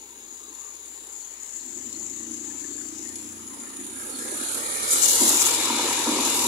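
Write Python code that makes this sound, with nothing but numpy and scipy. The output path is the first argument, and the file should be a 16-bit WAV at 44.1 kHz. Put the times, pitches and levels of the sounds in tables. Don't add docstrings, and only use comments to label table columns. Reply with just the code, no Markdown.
import sys
import numpy as np
from scipy import signal
from scipy.io import wavfile
from scipy.ndimage import uniform_filter1d

SR = 44100
rng = np.random.default_rng(int(sys.argv[2]) if len(sys.argv) > 2 else 0)


def master_out(mix):
    frames = np.transpose(np.atleast_2d(mix))
    ceiling = np.clip(frames, -1, 1)
    pcm = np.round(ceiling * 32767).astype(np.int16)
    wavfile.write(sys.argv[1], SR, pcm)


N = 285327
FRAME, HOP = 1024, 256

# time in seconds, engine in view 0-1, left port lag in ms, factor on port coherence.
BEARING = [(0, 0.5, 0.21, 3.1), (1.5, 0.1, .23, 0.85), (3, 0.04, 0.34, 0.98), (3.6, 0.1, 0.37, 0.32),
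           (4.6, 0, 0.35, 1), (4.85, 0.12, 0.44, 1.1), (5.1, 0.55, 0.32, 0.96), (5.18, 0.6, 0.22, 1.25),
           (5.6, 0.67, 0.06, 0.9), (6.47, 0.82, 0.073, 0.73)]
# time in seconds, nearness of the boat 0-1.
NEARNESS = [(0, 0.13), (3.2, 0.4), (3.8, 0.36), (4.2, 0.9), (6.47, 0.7)]
# frequency in Hz, base coherence of the two ports 0-1.
COHERENCE = [(300, 0.95), (700, 0.91), (1000, 1), (1500, 0.22), (3000, 0.12), (5000, 0.1), (8000, 0.25),
             (15000, 0.042)]
# time in seconds, then base levels of roar, left spray and right spray in dB.
RUSH_DB = [(0, -75, -68, -73), (.3, -74.5, -67.5, -74), (.85, -74, -66, -71), (1.2, -74, -63.5, -71.5),
           (1.9, -73, -61, -71.6), (2.8, -72, -60, -71), (3.5, -72, -65, -69), (3.85, -71, -66, -68.5),
           (4.15, -68.5, -63, -63.5), (4.45, -65.5, -60.5, -62), (4.86, -64.5, -61.5, -60.5),
           (4.91, -63.5, -53.5, -57.5), (5.2, -63, -51, -56), (5.4, -63, -52.5, -58), (5.7, -63, -58, -63),
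           (6.2, -63.5, -57, -62.5), (6.47, -64, -53.5, -58.5)]
# frequency in Hz, rumble gain in dB.
RUMBLE_DB = [(10, -14), (45, -22), (70, -24), (110, -10), (140, 2), (165, -13), (200, 3), (300, -15),
             (450, -60)]

# frequency in Hz, left and right gain in dB.
SPRAY_AHEAD_DB = [(4000, -15, -15), (5000, -15, -15), (5900, -11.5, -14), (6550, -5.5, -10),
                  (7050, 0, -9.5), (7500, -5, -9), (8100, -11, -4), (9000, -12.5, -2), (10200, -16.5, -1),
                  (11000, -19, -2), (12000, -20, -7), (13200, -21, -13), (14200, -21, -16),
                  (15500, -21, -18)]
SPRAY_ABREAST_DB = [(4000, -12.9, -7.6), (5000, -10.9, -8.7), (5800, -7.6, -8.0), (6400, -4.5, -6.7),
                    (7050, 0.0, -6.1), (7600, -1.2, -4.0), (8200, -7.7, -4.2), (9000, -13.0, -2.8),
                    (10200, -15.7, 0.0), (11000, -15.3, -2.2), (12000, -18.0, -4), (13200, -18, -6.5),
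                    (14200, -18, -9.5), (15500, -19, -12)]
# centre in seconds, left and right level in dB.
SPLASHES = [(4.93, -51, -51.5), (5.038, -44, -63), (5.09, -50, -57), (5.148, -59, -58), (5.222, -53.5, -62),
            (5.288, -49.5, -54), (5.325, -69, -61), (5.413, -45.5, -56), (5.462, -49.5, -56),
            (5.547, -56, -78)]
# time in seconds, comb ripple in dB.
HULL_ECHO_DB = [(4.85, 0), (4.92, 3), (5.45, 3), (5.6, 0)]
# time in seconds, added treble gain.
DROPS = [(3.083, 1), (3.09, 1.2), (3.1565, 2.8), (3.191, 1.1), (5.292, 1), (5.547, .8)]

# frequency in Hz, left and right gain in dB.
ROAR_FAR_DB = [(427, -6, -10.5), (716, -4.5, -4.5), (815, -1.5, -0.5), (1215, 0, -1.5), (1370, -2, -6),
               (1870, -1, -1), (2580, -5, -3), (2920, -4, -4), (4100, -10, -3), (4550, -8.5, -4)]
ROAR_HIDDEN_DB = [(450, -2.0, -3.5), (700, -6, -8), (850, -3, -6), (1000, -6, -8), (1300, -6.5, -3),
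                  (1500, -8, -7), (1800, -7, -11), (2100, -7, -10), (2400, -5, -10), (2700, -8.0, -11),
                  (3200, -6, -10), (3700, -4, -10), (4050, -5.5, -10), (4400, -5.5, -10), (4800, -8, -12)]
ROAR_ASTERN_DB = [(417, -2, 0), (670, -10, -13.5), (895, -4, -1.5), (1160, -4.5, -6), (1470, -9, -12.5),
                  (1700, -6, -9), (1900, -7, -11), (2200, -10, -4), (2600, -6, -9), (2900, -3, -3),
                  (3200, -10, -12), (3500, -1.5, -2.5), (4050, -4, -4), (4350, -6, -11), (4900, -6, -11),
                  (5200, -7, -22)]
# start and end in seconds, first pitch, last pitch and width in Hz,
# left and right dB over the base roar level. Rows that end before they start are silent.
WHISTLES = [(-0.15, 0.86, 6820, 6700, 300, 7.5, -30), (2.5, 2.9, 5100, 4400, 60, -4, -3),
            (3.1, 4.1, 11600, 8700, 140, -30, 2), (5, 4.6, 9900, 10250, 220, -30, 6.5),
            (3.5, 4, 9520, 9520, 160, -30, 5.5), (3.85, 4.14, 10850, 10000, 200, -30, 1),
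            (3, 5.6, 1270, 1360, 130, -29, -1), (3.9, 4.45, 1630, 1680, 104, 2.5, -2),
            (3, 4.4, 920, 990, 64, -1, -9.5), (4.5, 5.14, 2230, 2300, 160, -0.5, -30),
            (5, 4.6, 3500, 4100, 160, -3.5, -30), (4.5, 4.9, 1110, 1160, 74, -8, 2)]
# time in seconds, centre in Hz, depth in dB.
RUSH_GAP = [(4.3, 2730, 0), (4.45, 2770, 2), (5.0, 2670, 7), (5.15, 2440, 11), (5.3, 2400, 3),
            (5.42, 2370, -3.5)]
# start in seconds, level in dB, pitch in Hz.
CLINKS = [(1.2226, -32.5, 4330), (1.5983, -35, 4200), (1.9455, -34, 4236), (2.1306, -37, 4334),
          (2.4404, -40, 1645), (2.5032, -34.5, 1710), (2.6403, -34.5, 1730), (2.778, -39, 1680),
          (2.8107, -33.5, 1670), (3.052, -37, 1807), (4.147, -30, 4360)]

# time in seconds, crank rate in Hz.
CRANK_HZ = [(0, 31), (.45, 33), (1.2, 33.4), (1.5, 31.2), (1.78, 29.5), (2.8, 29.15), (3.4, 29.25),
            (3.9, 30.2), (4.3, 33.05), (4.8, 36.8), (5.15, 41.1), (5.3, 42.6), (5.65, 43.45), (6.1, 43.25),
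            (6.47, 41.5)]
# time in seconds, steady exhaust level in dB, third-order hum level in dB.
ENGINE_DB = [(0, -57, -75), (.3, -57.5, -84), (.75, -63.5, -86.5), (1.05, -57, -91), (1.3, -65.5, -87),
             (1.62, -57.5, -80), (1.76, -46, -63), (2.1, -46.5, -61), (2.9, -43.5, -62), (3.45, -46, -60),
             (3.65, -46, -69), (4.0, -43.5, -62), (4.25, -39.5, -67.5), (4.55, -43.5, -65.5),
             (4.8, -42.5, -70), (5.2, -41.5, -58), (5.6, -39, -63), (6.47, -36.5, -58)]
# frequency in Hz, base level in dB.
LOW_HUM_DB = [(29, -92), (33, -84), (38, -85), (43, -75), (58, -74), (62, -69.5), (67, -71), (73, -66),
              (82, -57.5), (87, -60.5)]
# frequency in Hz, width in Hz, relative gain in dB.
TONE_MODES = [(232.4, 41, 3), (283.3, 52, 4.5), (317, 32, -3.5), (370, 450, -13.5)]
PUFF_MODES = [(260, 91, 1), (325.7, 73, -1.5), (464, 76, -12.5)]
RASP_MODES = [(950, 110, -4), (1250, 200, -13)]
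# time in seconds, share of noise in the exhaust 0-1.
ROUGHNESS = [(0, .85), (1.6, .85), (2.1, .55), (2.8, .33), (3.6, .33), (3.9, .7), (4.2, .85), (5.1, .85),
             (5.25, .7), (6.47, .65)]
# peak time in seconds, exhaust level in dB.
BARKS = [(5.226, -28.5), (5.259, -33.5), (5.305, -30.5), (5.345, -36.5), (5.718, -29.5), (5.79, -37),
         (5.84, -38), (5.9, -36), (6.078, -28), (6.112, -28), (6.176, -27), (6.22, -40), (6.27, -33),
         (6.36, -33)]
# frequency in Hz, full suppressor depth in dB.
SUPPRESSION_DB = [(400, 0), (520, 16)]


def gain_of(db):
    return 10 ** (np.asarray(db) / 20)


def sum_db(*levels_db):
    return 10 * np.log10(sum(gain_of(2 * db) + 1e-20 for db in levels_db))


def unit_rms(x):
    return x / np.sqrt(np.mean(x ** 2) + 1e-20)


def along(table, at):
    axis, *columns = np.transpose(table)
    return np.array([np.interp(at, axis, column) for column in columns])


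def drift(count, span_s, rate_hz=SR):
    steps = max(int(span_s * rate_hz), 1)
    return unit_rms(uniform_filter1d(uniform_filter1d(rng.standard_normal(count), steps), steps))


def highpass(x, order, hz):
    return signal.sosfilt(signal.butter(order, hz, "high", fs=SR, output="sos"), x)


def ring(x, hz, width_hz):
    b, a = signal.iirpeak(hz, hz / width_hz, SR)
    return signal.lfilter(b, a, signal.lfilter(b, a, x))


def rumble_db(hz, t):
    level_db = along(RUSH_DB, t)[0]
    return along(RUMBLE_DB, hz)[0] - 93 + 1.5 * (level_db - level_db[0])


def spray_db(hz, t, in_view, splash_s=.013, echo_s=15 / 5954):
    steady_db = along(RUSH_DB, t)[1:]
    sheets_db = [np.array(db)[:, None] - 10 * np.log10(np.e) * np.minimum(abs(t - at_s) / splash_s, 9) ** 2
                 for at_s, *db in SPLASHES]
    level_db = sum_db(steady_db, *sheets_db)
    db = (1 - in_view) * along(SPRAY_AHEAD_DB, hz) + in_view * along(SPRAY_ABREAST_DB, hz)
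    db += level_db[:, None]
    dulling = .6 * np.clip((6000 - hz) / 800, 0, 1)
    db -= dulling * (level_db - steady_db)[:, None]
    db[0] += along(HULL_ECHO_DB, t)[0] * np.cos(2 * np.pi * hz * echo_s)
    db -= .0093 * np.maximum(4000 - hz, 0)
    return db + .5 * drift(len(t), .03, SR / HOP)


def drops(rate_hz=60, decay_s=.004):
    hits = .38 * np.minimum(rng.exponential(1, N), 2) * (rng.random(N) < rate_hz / SR)
    for at_s, lift in DROPS:
        hits[round(at_s * SR)] += lift
    return signal.lfilter([1], [1, -np.exp(-1 / (decay_s * SR))], hits)


def whistles(hz, t, fade_s=.08):
    power = 0
    for start_s, end_s, first_hz, last_hz, width_hz, *db in WHISTLES:
        centre_hz = np.interp(t, [start_s, end_s], [first_hz, last_hz])
        gate = np.clip(np.minimum(t - start_s, end_s - t) / fade_s + .5, 0, 1) ** 2
        band = 1 / (1 + (2 * (hz - centre_hz) / width_hz) ** 4)
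        power += gain_of(db)[:, None, None] ** 2 * gate * band
    return power


def roar_power(hz, t, in_view):
    near = along(NEARNESS, t)[0]
    ahead_db = (1 - near) * along(ROAR_FAR_DB, hz) + near * along(ROAR_HIDDEN_DB, hz)
    colour_db = (1 - in_view) * ahead_db + in_view * (along(ROAR_ASTERN_DB, hz) + 2) + 3.5
    colour_db -= .006 * np.maximum(hz - 7600, 0) + .15 * np.maximum(450 - hz, 0)
    left_db = along(RUSH_DB, t)[0]
    level_db = np.array([left_db, left_db + .03 + .04 * in_view])[:, None]
    return gain_of(2 * level_db) * (gain_of(2 * colour_db) + whistles(hz, t))


def port_noise(power, hz, t):
    _, lag_ms, likeness = along(BEARING, t)
    a, b, c, d, patches = rng.standard_normal((len(t), len(hz), 5)).T
    patches = uniform_filter1d(uniform_filter1d(patches, size=8, axis=0), size=10, axis=1)
    flicker = gain_of(1.14 * unit_rms(patches))
    coherence = np.clip(along(COHERENCE, hz)[0] * likeness, 0, .99)
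    right = a + 1j * b
    delayed = right * np.exp(-2j * np.pi * hz * lag_ms / 1000)
    left = coherence * delayed + np.sqrt(1 - coherence ** 2) * (c + 1j * d)
    spectra = np.array([left, right]) * np.sqrt(power * SR * 1.5 / FRAME) * flicker
    return signal.istft(spectra, nperseg=FRAME, noverlap=FRAME - HOP)[1][:, :N]


def rush(turns, gap_half_width_hz=120):
    hz = np.fft.rfftfreq(FRAME, 1 / SR)[:, None]
    t = np.arange(N // HOP + 5) * HOP / SR
    in_view = along(BEARING, t)[0]
    power = gain_of(2 * rumble_db(hz, t)) + gain_of(2 * spray_db(hz, t, in_view))
    power += roar_power(hz, t, in_view)
    gap_hz, gap_db = along(RUSH_GAP, t)
    power /= gain_of(2 * gap_db * np.exp(-((hz - gap_hz) / gap_half_width_hz) ** 2))
    noise = port_noise(power, hz, t)
    noise = signal.lfilter(*signal.iirnotch(163, 4, SR), noise)
    noise += drops() * highpass(noise, order=2, hz=2500)
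    throb = .094 * np.cos(2 * np.pi * turns) + .041 * np.cos(4 * np.pi * turns + 1)
    return noise * (1 + throb * np.array([[.8], [1.2]]))


def clinks(attack_s=.0022, t60_s=.066):
    track, t = np.zeros(N), np.arange(4000) / SR
    for start_s, db, hz in CLINKS:
        rattle = np.sin(2 * np.pi * hz * t + 1.2 * drift(len(t), .002))
        envelope = gain_of(db - 60 * t / t60_s) * np.minimum(t / attack_s, 1)
        track[round(start_s * SR):][:len(t)] += envelope * rattle
    return track * gain_of([[4], [-5]])


def hum(turns, t, crank_hz, in_view):
    near_db = 6 * along(NEARNESS, t)[0]
    low_db = [along(LOW_HUM_DB, order * crank_hz)[0] + near_db for order in (1, 2)]
    third_db = along(ENGINE_DB, t)[1]
    track = np.zeros(N)
    for order, db in enumerate([*low_db, third_db, third_db - 9.5, third_db - 10], 1):
        waver_db = (.8 + 3.5 * in_view * (order > 2)) * drift(N, .08)
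        track += np.sqrt(2) * gain_of(db + waver_db) * np.sin(2 * np.pi * (order * turns + rng.random()))
    return track


def barks_db(t, rise_s=.018, fall_s=.07):
    levels_db = []
    for peak_s, db in BARKS:
        age_s = t - peak_s
        log_envelope = np.where(age_s < 0, -np.minimum(-age_s / rise_s, 9) ** 2, -age_s / fall_s)
        levels_db.append(db + 20 * np.log10(np.e) * log_envelope)
    return sum_db(*levels_db)


def pipe(drive, modes):
    ringing = sum(gain_of(db) * ring(drive, hz, 1.44 * width_hz) for hz, width_hz, db in modes)
    return unit_rms(highpass(ringing, order=8, hz=224))


def exhaust(turns, t, in_view):
    steady_db, rough = along(ENGINE_DB, t)[0], along(ROUGHNESS, t)[0]
    orders = sum(gain_of(3.5 * drift(N, .2)) * np.cos(2 * np.pi * order * turns + drift(N, .6))
                 for order in range(6, 17))
    firing_scatter = rng.standard_normal(int(turns[-1]) + 1)[turns.astype(int)]
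    strength = gain_of(2.46 * uniform_filter1d(firing_scatter, size=200))
    phase = turns % 1
    puffs = strength * (.5 + np.exp(-phase / .62)) * rng.standard_normal(N)
    gusts = strength * np.exp(-phase / .22) * rng.standard_normal(N)
    tone = np.sqrt(1 - rough) * pipe(orders * strength ** rough, TONE_MODES)
    chuff = np.sqrt(rough) * pipe(puffs, PUFF_MODES)
    rasp = sum(gain_of(db) * unit_rms(ring(gusts, hz, width_hz)) for hz, width_hz, db in RASP_MODES)
    level_db = sum_db(steady_db, barks_db(t))
    rasp_db = steady_db + 5.5 + .44 * (level_db - steady_db)
    return gain_of(level_db) * (tone + chuff) + gain_of(rasp_db) * in_view * rasp


def scene():
    samples = np.arange(N)
    t = samples / SR
    in_view, lag_ms, _ = along(BEARING, t)
    crank_hz = along(CRANK_HZ, t)[0]
    turns = np.cumsum(crank_hz) / SR
    engine = hum(turns, t, crank_hz, in_view) + exhaust(turns, t, in_view)
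    delayed = np.interp(samples - lag_ms * SR / 1000, samples, engine)
    return np.array([delayed, engine]) * gain_of([[-.2], [.2]]) + rush(turns) + clinks()


def record(dry):
    threshold_db, hiss_db, cutoff_hz = -69, -96, 15700
    hz, _, spectra = signal.stft(dry, SR, nperseg=FRAME, noverlap=FRAME - HOP)
    power = abs(spectra) ** 2 * FRAME * 4 / 3 / SR
    smoothed = uniform_filter1d(uniform_filter1d(power, size=3, axis=1), size=23, axis=2, origin=4)
    over_db = 10 * np.log10(abs(smoothed) + 1e-16) - threshold_db
    shut = .5 - .5 * np.tanh(over_db / 4.5)
    spectra /= gain_of(along(SUPPRESSION_DB, hz)[0][:, None] * shut)
    gated = signal.istft(spectra, nperseg=FRAME, noverlap=FRAME - HOP)[1][:, :N]
    hiss = gain_of(hiss_db) * np.sqrt(SR / 2) * rng.standard_normal(gated.shape)
    lowpass = signal.firwin(1023, cutoff_hz, window=("kaiser", 9), fs=SR)
    return signal.oaconvolve(gated + highpass(hiss, order=4, hz=9000), lowpass[None], "same")


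dry = scene()
out = record(dry)
master_out(out)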